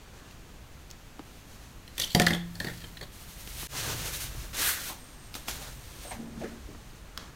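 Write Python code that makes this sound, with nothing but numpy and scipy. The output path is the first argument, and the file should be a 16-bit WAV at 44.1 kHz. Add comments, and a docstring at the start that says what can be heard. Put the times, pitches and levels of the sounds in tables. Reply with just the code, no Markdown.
"""Faint rubbing and a dry snap over rumbling, hissing room air come first, then a thin plastic dome lid
lifted off a cup scrapes, drops and rocks on a desk: short noise cracks and ringing tones.
A paper tissue is shaken open; the level dips briefly, and it is folded and smoothed: grainy noise.
The cup is lifted, set down and touched with a spoon: noise bursts, with an airy whistle and a desk hum."""
import sys
import numpy as np
from scipy import signal
from scipy.fft import rfft, irfft, next_fast_len
from scipy.io import wavfile
from scipy.ndimage import uniform_filter1d, map_coordinates

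SR = 44100
rng = np.random.default_rng(int(sys.argv[2]) if len(sys.argv) > 2 else 0)


def persist_wave(psi):
    """Save psi, clipped to +-1, as 16-bit WAV."""
    counts = np.round(np.clip(psi, -1, 1) * 32767).astype(np.int16)
    wavfile.write(sys.argv[1], SR, np.atleast_2d(counts).T)


N = 324135

# Each touch of lid and desk; the pitches choose which tone of rim and dome leads. Levels before trims:
# start_s, contact_s, rim_db, rim_hz, dome_db, dome_hz, desk_db
LID_CONTACTS = [(1.878, 0.0017, -42, 5460, -47, 2030, -49), (1.9804, .0003, -24.5, 3490, -36, 2020, -38),
                (1.994, 0.013, -24, 3423, -39, 2020, -32), (1.999, 0.0006, -23.5, 5830, -53, 2030, -67),
                (2.013, 0.012, -24.5, 4090, -35, 1880, -63), (2.028, 0.0084, -31, 4200, -55, 2030, -35),
                (2.037, 0.0066, -30, 3150, -50, 2030, -52), (2.0458, 0.0006, -32, 5900, -52, 2030, -43),
                (2.103, 0.0052, -36, 4300, -57, 2060, -56), (2.113, .01, -35, 4400, -60, 2030, -58),
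                (2.13, 0.004, -37, 4400, -60, 2030, -62), (2.1478, 0.0013, -24, 3240, -31, 2040, -24),
                (2.1493, 0.002, -17, 4680, -27, 1970, -16), (2.1988, .0001, -18, 3050, -10, 2200, -15),
                (2.2178, 0.0041, -23, 3750, -22, 1880, -23.5),
                (2.2656, 0.0023, -20, 4400, -27, 1920, -24.5),
                (2.2691, 0.0023, -23.5, 3680, -14.5, 1720, -25), (2.282, 0.0043, -28, 3610, -34, 1780, -40),
                (2.306, 0.0042, -27, 3500, -18, 1850, -21), (2.332, 0.0063, -29.5, 3460, -33, 1820, -31),
                (2.347, 0.0041, -31.5, 3360, -30, 1875, -30), (2.554, 0.002, -42, 4380, -46, 1820, -45.5),
                (2.601, 0.00085, -32.5, 4300, -51, 1820, -40),
                (2.603, 0.002, -32.5, 3240, -30.5, 1820, -28), (2.645, 0.0033, -36, 4470, -30.5, 1867, -26),
                (2.668, 0.008, -43, 4400, -35, 1890, -29), (2.684, 0.0038, -44.5, 3640, -34, 1870, -41),
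                (2.695, 0.01, -47, 3610, -38, 1856, -35.5), (2.808, 0.019, -45, 3970, -43.5, 1780, -45),
                (2.839, 0.0089, -45.5, 3180, -45, 1720, -37.5), (2.97, 0.0063, -41, 3790, -38.5, 1855, -49),
                (3.0114, 0.0029, -39, 4400, -34, 1940, -33.5),
                (3.024, 0.015, -41.5, 4400, -37.5, 1816, -35)]
# Tones of the lid's rim: pitch_hz, level_db, time_to_fade_60_db_s
RIM_TONES = [(2900, 6, 0.014), (3227, 8.5, 0.019), (3507, 11, 0.016), (4070, 14.5, 0.0083),
             (4400, 10.5, 0.016), (4800, -7, 0.019), (5830, 3, 0.0087)]
# Tones of the lid's dome: pitch_hz, level_db, time_to_fade_60_db_s
DOME_TONES = [(1490, 3, 0.02), (1720, 0.5, 0.031), (1820, 4, 0.03), (1910, 1, 0.021), (1978, -3, 0.023),
              (2250, 5.5, 0.0056)]
# Long rings of the desk top: pitch_hz, level_db, time_to_fade_60_db_s
DESK_TONES = [(135.6, -5.5, 0.21), (172.7, 0.5, 0.95), (216.7, 0.5, 0.16), (278, -3.5, 0.12),
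              (335, -13.5, 0.69), (823, -12.5, 0.22)]
# The hollow of the lid, woken by flat drops: pitch_hz, level_db, time_to_fade_60_db_s
HOLLOW_TONES = [(568, -7.5, 0.14), (715, -0.5, 0.19)]
# The rim chatters while the lid slides and rocks: peak_s, rise_s, fall_s, level_db
RIM_CHATTER = [(2.02, 0.079, 0.15, -40.5), (2.14, 0.25, .07, -59), (2.25, .06, 0.18, -54),
               (2.69, 0.17, 0.47, -50.5)]
CRACK_DB = 2  # added to the rim level
SMEAR_S = 0.002  # a contact this long favours its leading rim tone half as much
SCRAPE_S = 0.0028  # a contact this long is half first touch, half scrape


def lid():
    """Each contact cracks, thumps and rings rim, dome and desk; small chatter feeds the same shell."""
    out = np.zeros(N + SR)
    long_t = np.arange(SR) / SR
    t = long_t[:SR // 4]
    for start_s, contact_s, rim_db, rim_hz, dome_db, dome_hz, desk_db in LID_CONTACTS:
        noise = rng.standard_normal((4, len(t)))
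        # only hard blows ring the desk and wake the whole rim; only the hardest land flat
        hard = np.clip(amp(2.5 * (desk_db + 22)), 0, 1)
        flat = np.clip(amp(3 * (desk_db + 17)), 0, 1)
        smear = 1 + contact_s / SMEAR_S
        picky = (1 - hard / 2) / smear

        crack_fade = amp(-60 * t / 0.0064) + 0.18 * amp(-60 * t / 0.19)
        crack = band(noise[0], 2300, 13500) * crack_fade * (1 - np.exp(-t / 0.000071))
        thump = 6 * band(noise[1], 49, 527) * amp(-60 * t / 0.15)
        # the burr is noise with one sharp click at its start
        click = (9 + 17 * flat / smear) * (t == 0)
        burr = (0.79 + 1.34 * hard) * band(noise[2] - click, 1400, 5800) * amp(-60 * t / 0.0041)
        rim = (1 - hard / 2) * ring(RIM_TONES, t, 0.00069, rim_hz, picky)
        dome = ring(DOME_TONES, t, 0.0011, dome_hz, 0.7)
        blow = amp(rim_db + CRACK_DB) * crack
        blow += amp(dome_db - 2.0) * dome + amp(rim_db - 6.0) * (rim + burr)

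        # spread the blow over the contact time, keeping its loudness
        hump = np.sin(np.pi * np.clip((t + 1 / SR) / max(contact_s, 0.0001), 0, 1))
        scrape = noise[3] * hump
        touch = (t == 0) + contact_s / SCRAPE_S * scrape / np.linalg.norm(scrape)
        spread_blow = signal.fftconvolve(blow, touch[:SR // 40])[:len(t)]
        blow = unit(spread_blow) * np.std(blow)

        desk = hard * ring(DESK_TONES, long_t, 0.00074)
        hollow = flat * ring(HOLLOW_TONES, long_t, 0.002)
        first = round(start_s * SR)
        out[first:][:len(t)] += blow + amp(desk_db - 7.0) * thump
        out[first:][:SR] += amp(desk_db - 5.5) * (desk + hollow)

    def shell(f):
        """The lid answers at all its tones, over an even floor, with weaker lows and highest treble."""
        tones = sum(amp(db) * resonance(hz, 6.9 / t60)(f) for hz, db, t60 in DOME_TONES + RIM_TONES)
        return (11.0 + tones) * f / (f + 900) / (1 + (f / 12000) ** 2)

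    chatter = unit(filtered(grainy(190, 4.0, 0.0023, 0.6), shell))
    return out[:N] + swells(RIM_CHATTER)[0] * chatter


FLUTTER = 0.7  # depth of the loose shell's wavering
FAR_DB_PER_OCTAVE, FAR_MOST_DB = 70, 16  # tones far from the leading one answer less; scaled by picky


def ring(modes, t, attack, near_hz=None, picky=1):
    """One blow on a set of tones; the loose shell bends until one tone sits on near_hz and leads."""
    hz, db, t60 = np.transpose(modes)[..., None]
    if near_hz:
        lead = hz[np.argmin(np.abs(hz - near_hz))]
        db = np.where(hz == lead, db.max(), db)
        hz = hz * near_hz / lead
    tones = amp(db - 60 * t / t60) * np.sin(2 * np.pi * hz * t) * (1 - np.exp(-t / attack))
    if near_hz:
        flutter = uniform_filter1d(rng.standard_normal(tones.shape), size=160)
        far_db = np.minimum(FAR_DB_PER_OCTAVE * np.abs(np.log2(hz / near_hz)), FAR_MOST_DB)
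        tones *= amp(-picky * far_db) * (1 + FLUTTER * unit(flutter))
    return tones.sum(axis=0)


# The tissue is shaken open, then folded and smoothed: time_s, fizz_db, brightness_db
TISSUE_MOVES = [
    [(3.12, -57, -2), (3.636, -43, -2), (3.672, -43.5, -5)],
    [(3.674, -51.5, -3), (3.734, -41, -7), (3.892, -36.5, -7), (3.952, -39, -7), (4.198, -39.5, -3),
     (4.208, -37.5, -1), (4.312, -49, -7.5), (4.46, -48.5, -6.5), (4.529, -58, -4)],
    [(4.53, -48, -9), (4.55, -36.5, -5), (4.62, -28.5, -3), (4.686, -30, 3), (4.79, -38.5, -3),
     (4.864, -37, -1.5), (5.0, -56.5, -6), (5.3, -68, -12)],
]
# Single strokes of skin, paper and spoon: peak_s, rise_s, fall_s, fizz_db, brightness_db
SINGLE_STROKES = [(0.24, 1, 0.37, -59.5, -13), (1.65, 1.3, 0.35, -57.5, -6), (5.356, 0.017, 0.061, -40, -4),
                  (5.485, 0.013, 0.11, -34.5, -4.5), (5.68, 0.35, 0.067, -47, -7),
                  (6.12, 0.59, 0.078, -47, -5), (6.45, 0.43, 0.35, -57.5, -10), (7.0, 2.4, 1, -63, -9),
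                  (7.192, 0.047, 0.23, -54.5, -16)]
# Tone colour of the fizz: pitch_hz, level_db (per Hz, only the shape counts)
FIZZ_COLOUR = [(880, -6.5), (1500, -1.5), (1800, 0.5), (4350, 3), (4740, 0.5), (6460, 3), (10000, -11.5),
               (13000, -36), (22000, -120)]
# Tone colour of the duller body: pitch_hz, level_db (per Hz, only the shape counts)
BODY_COLOUR = [(120, -120), (220, 1), (500, 0.5), (800, -2), (1700, -1), (3000, -40), (6000, -120)]
# The taut sheet drones in its middle range: peak_s, rise_s, fall_s, level_db
TAUT_SHEET = [(4.625, 0.067, 0.065, -37), (4.68, 0.057, 0.18, -35.5)]
TAUT_HZ, TAUT_WIDTH_HZ = 1580, 430
UNSTEADY_DB, CHANGES_PER_S = 2, 27  # hands never slide evenly


def rustle():
    """Fibres slip in dense grains: a fizz, its airy top and the duller body of the sheet."""
    fizz, top, body = gains(*map(layers, TISSUE_MOVES)) + swells(layers(SINGLE_STROKES))
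    knots = rng.standard_normal(int(N / SR * CHANGES_PER_S) + 4)
    wander = map_coordinates(knots, [np.arange(N) / SR * CHANGES_PER_S])
    slips = amp(UNSTEADY_DB * wander) * grainy(370, 1.7, 0.00077, 0.13)
    sheet = grainy(150, 3, 0.008, 0.6)
    taut = swells(TAUT_SHEET)[0] * unit(filtered(sheet, resonance(TAUT_HZ, TAUT_WIDTH_HZ)))
    airy_top = top * unit(band(slips, 7880, 15300))
    return taut + fizz * coloured(slips, FIZZ_COLOUR) + airy_top + body * coloured(sheet, BODY_COLOUR)


# Duller sliding has more body, set relative to the fizz
BODY_DB, BODY_PER_DULL, BODY_MOST_DB = -20.5, 2.2, 2


def layers(rows):
    """Turns fizz and brightness into the levels of fizz, airy top and body."""
    levels = []
    for *when, db, bright in rows:
        body_db = db + min(BODY_DB - BODY_PER_DULL * bright, BODY_MOST_DB)
        levels.append((*when, db, db + bright, body_db))
    return levels


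# Dry snaps of fingers, paper creases and spoon, levels before trims:
# start_s, level_db, pitch_hz, thud_db
DRY_SNAPS = [(0.31, -40.5, 4000, -66), (0.903, -38, 4500, -70), (0.912, -32, 5050, -73),
             (1.194, -29, 780, -31), (3.475, -30.5, 2510, -43), (3.63, -35, 1080, -36.5),
             (4.536, -36, 3500, -71), (5.342, -27.5, 3660, -47), (5.352, -29.5, 3800, -44),
             (5.354, -33, 990, -58), (5.4835, -26.5, 3180, -51), (5.484, -27, 885, -52),
             (5.512, -25.5, 5440, -73), (6.749, -34.5, 600, -41), (7.1758, -23.5, 4600, -50),
             (7.1762, -30, 1260, -59), (7.297, -47, 1300, -70)]
# Soft scuffs of hand and cup on the desk, levels before trims: start_s, level_db, pitch_hz, thud_db
SOFT_SCUFFS = [(4.343, -36.5, 1240, -39.5), (4.892, -23, 890, -42), (5.607, -31.5, 690, -53),
               (6.046, -26.5, 655, -62), (6.109, -31, 2000, -70), (6.107, -21, 770, -60),
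               (6.407, -22, 615, -38), (6.43, -19.5, 420, -58), (6.432, -30.5, 1760, -62),
               (6.51, -36, 590, -41), (6.679, -37, 490, -36), (6.715, -41, 400, -48)]


def ticks():
    """Short snaps start at once; longer, softer scuffs swell in more slowly."""
    snaps = bursts(DRY_SNAPS, rise=0.000057, length=0.016, spread=1.55, air=0.5, blow=2.64)
    return snaps + bursts(SOFT_SCUFFS, rise=0.0087, length=0.14, spread=1.22, air=0.33, blow=0)


def bursts(table, rise, length, spread, air, blow):
    """Noise bursts around a broad pitch, each with a dull thud; blow is the weight of the first contact."""
    out, t = np.zeros(N + SR), np.arange(SR // 4) / SR
    for start_s, db, hz, thud_db in table:
        noise = rng.standard_normal((2, len(t))) * (1 - np.exp(-t / rise)) + blow * np.exp(-t / 0.0001)
        snap = band(noise[0], hz / spread, hz * spread) * np.sqrt(9000 / hz)
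        snap += air * band(noise[0], hz, 4 * hz)
        snap *= amp(-60 * t / length)
        thud = band(noise[1], 168, 336) * amp(-60 * t / (length + 0.024))
        out[round(start_s * SR):][:len(t)] += amp(db - 1.5) * snap + amp(thud_db + 20.5) * thud
    return out[:N]


# A narrow airy hiss near 8.5 kHz: peak_s, rise_s, fall_s, level_db
AIRY_WHISTLE = [(5.0, .05, 2.8, -60.5), (6.112, 0.11, 0.028, -45.5)]
# The desk hums as the cup is moved: peak_s, rise_s, fall_s, level_db
DESK_HUM = [(6.196, 0.073, 0.31, -36), (6.39, 0.069, 0.34, -40)]


def hums():
    """An airy whistle of narrow noise; the desk's hum is a steady tone wavering with noise beside it."""
    def narrow(hz, width_hz):
        """Noise passed twice through one resonance."""
        return unit(filtered(rng.standard_normal(N), lambda f: resonance(hz, width_hz)(f) ** 2))

    hum = 0.82 * np.sin(2 * np.pi * 229 * np.arange(N) / SR) + 0.47 * narrow(194, 235)
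    return swells(AIRY_WHISTLE)[0] * narrow(8560, 350) + swells(DESK_HUM)[0] * hum


# Moving arms stir air and desk: peak_s, low_band_db, upper_band_db
ARM_RUMBLE = [(2.05, -57, -61), (2.65, -51, -46.5), (3.58, -48, -56.5), (3.85, -73, -42.5),
              (3.98, -51, -47.5), (4.4, -46.5, -52), (5.57, -44, -48.5), (6.66, -48, -76)]
# Tone colour of the steady air: pitch_hz, level_db (per Hz, only the shape counts)
AIR_COLOUR = [(15, 3.5), (40, 3.5), (110, -1.5), (200, -5.5), (500, -14.5), (1000, -16.5), (2500, -20),
              (4500, -24.5), (5300, -27), (6500, -24.5), (8000, -29.5), (12000, -32.5), (16000, -35)]
AIR_DB = -49.5
STIR_RISE_S, STIR_FALL_S = 0.27, 0.61  # for each swell of rumble
STILL_LOW_DB, STILL_UPPER_DB = -57.5, -63.5  # rumble at rest


def room():
    """Steady air noise, with two low bands that swell as arms move."""
    stirs = swells([(peak_s, STIR_RISE_S, STIR_FALL_S, *db) for peak_s, *db in ARM_RUMBLE])
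    low, upper = amp([STILL_LOW_DB, STILL_UPPER_DB])[:, None] + stirs
    noise = rng.standard_normal((3, N))
    rumble = low * coloured(noise[0], [(10, -61), (25, 1), (50, 10.0), (75, 1), (130, -43.0)])
    rumble += upper * coloured(noise[1], [(60, -48), (92, 0.5), (106, -3), (135, -1.5), (250, -30.5)])
    return amp(AIR_DB) * coloured(noise[2], AIR_COLOUR) + rumble


def amp(db):
    """Turns decibels into a plain multiplier."""
    return 10 ** (np.asarray(db) / 20)


def unit(x):
    """Scales a sound to an average (rms) level of 1."""
    return x / np.sqrt(np.mean(x ** 2) + 1e-20)


def gains(*tables):
    """One gain per sample for each dB column, joined by straight lines; near silent outside the tables."""
    t = np.arange(N) / SR
    total = 0
    for table in tables:
        time_s, *columns = np.transpose(table)
        total = total + np.array([amp(np.interp(t, time_s, db, -200, -200)) for db in columns])
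    return total


def swells(rows):
    """Gains per dB column; a swell climbs 20 dB in its rise time and drops 20 dB in its fall time."""
    peak_s, rise, fall, *columns = np.transpose(rows)[..., None]
    since = np.arange(N) / SR - peak_s
    shapes = amp(-20 * np.maximum(-since / rise, since / fall))
    return amp(np.array(columns)[..., 0]) @ shapes


def filtered(x, response):
    """Multiplies each frequency in x by the response there."""
    m = next_fast_len(N + SR // 2)
    return irfft(rfft(x, m) * response(np.fft.rfftfreq(m, 1 / SR)), m)[..., :N]


def coloured(x, points):
    """Shapes x through (Hz, dB) points on a log pitch axis, then scales it to rms 1."""
    f, db = np.transpose(points)
    return unit(filtered(x, lambda hz: amp(np.interp(np.log(hz + 1), np.log(f + 1), db))))


def resonance(centre_hz, width_hz):
    """The response of one ringing resonance, which never sounds before it is struck."""
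    return lambda f: 1j * f * width_hz / (centre_hz ** 2 - f * f + 1j * f * width_hz)


def band(x, lo_hz, hi_hz):
    """Keeps the sound between two pitches, without sounding early."""
    sos = signal.butter(2, [lo_hz, min(hi_hz, 20000)], "band", fs=SR, output="sos")
    return signal.sosfilt(sos, x)


def grainy(rate, spread_db, life, share):
    """Noise whose loudness jumps in short grains of scattered size: rate per second, life in seconds."""
    starts = (rng.random(N) < rate / SR) * amp(spread_db * rng.standard_normal(N))
    grains = signal.lfilter([1], [1, -np.exp(-1 / (life * SR))], starts)
    return unit(rng.standard_normal(N) * (1 + share * unit(grains)))


def scene():
    """Near walls add a short tail to the hits; four tails take turns about every 25 ms."""
    hits = lid() + ticks()
    t = np.arange(SR // 2) / SR
    tails = band(rng.standard_normal((4, len(t))), 750, 5600) * amp(-60 * t / 0.35) * (t > 0.004)
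    turn = np.arange(N) // (SR // 40) % len(tails)
    walls = np.zeros(N)
    for k, tail in enumerate(tails):
        walls += signal.fftconvolve(hits * (turn == k), tail / np.linalg.norm(tail))[:N]
    mono = hits + amp(-14) * walls + rustle() + hums() + room()
    return np.tile(mono, (2, 1))  # one microphone feeds both channels


DIP_S, FADE_S = 3.672, 0.06  # when the level dips; about how long it takes to climb back
TOP_HZ = 15900  # treble limit


def record(dry):
    """The level drops suddenly and climbs back; a microphone notch and a steep treble limit follow."""
    since = np.arange(N) / SR - DIP_S
    x = dry * np.where(since < 0, 1, np.clip(0.033 + since / FADE_S, 0, 1))
    return filtered(x, lambda f: (1 - 0.64 * resonance(10400, 350)(f)) / (1 + (f / TOP_HZ) ** 80))


dry = scene()
out = record(dry)
persist_wave(out)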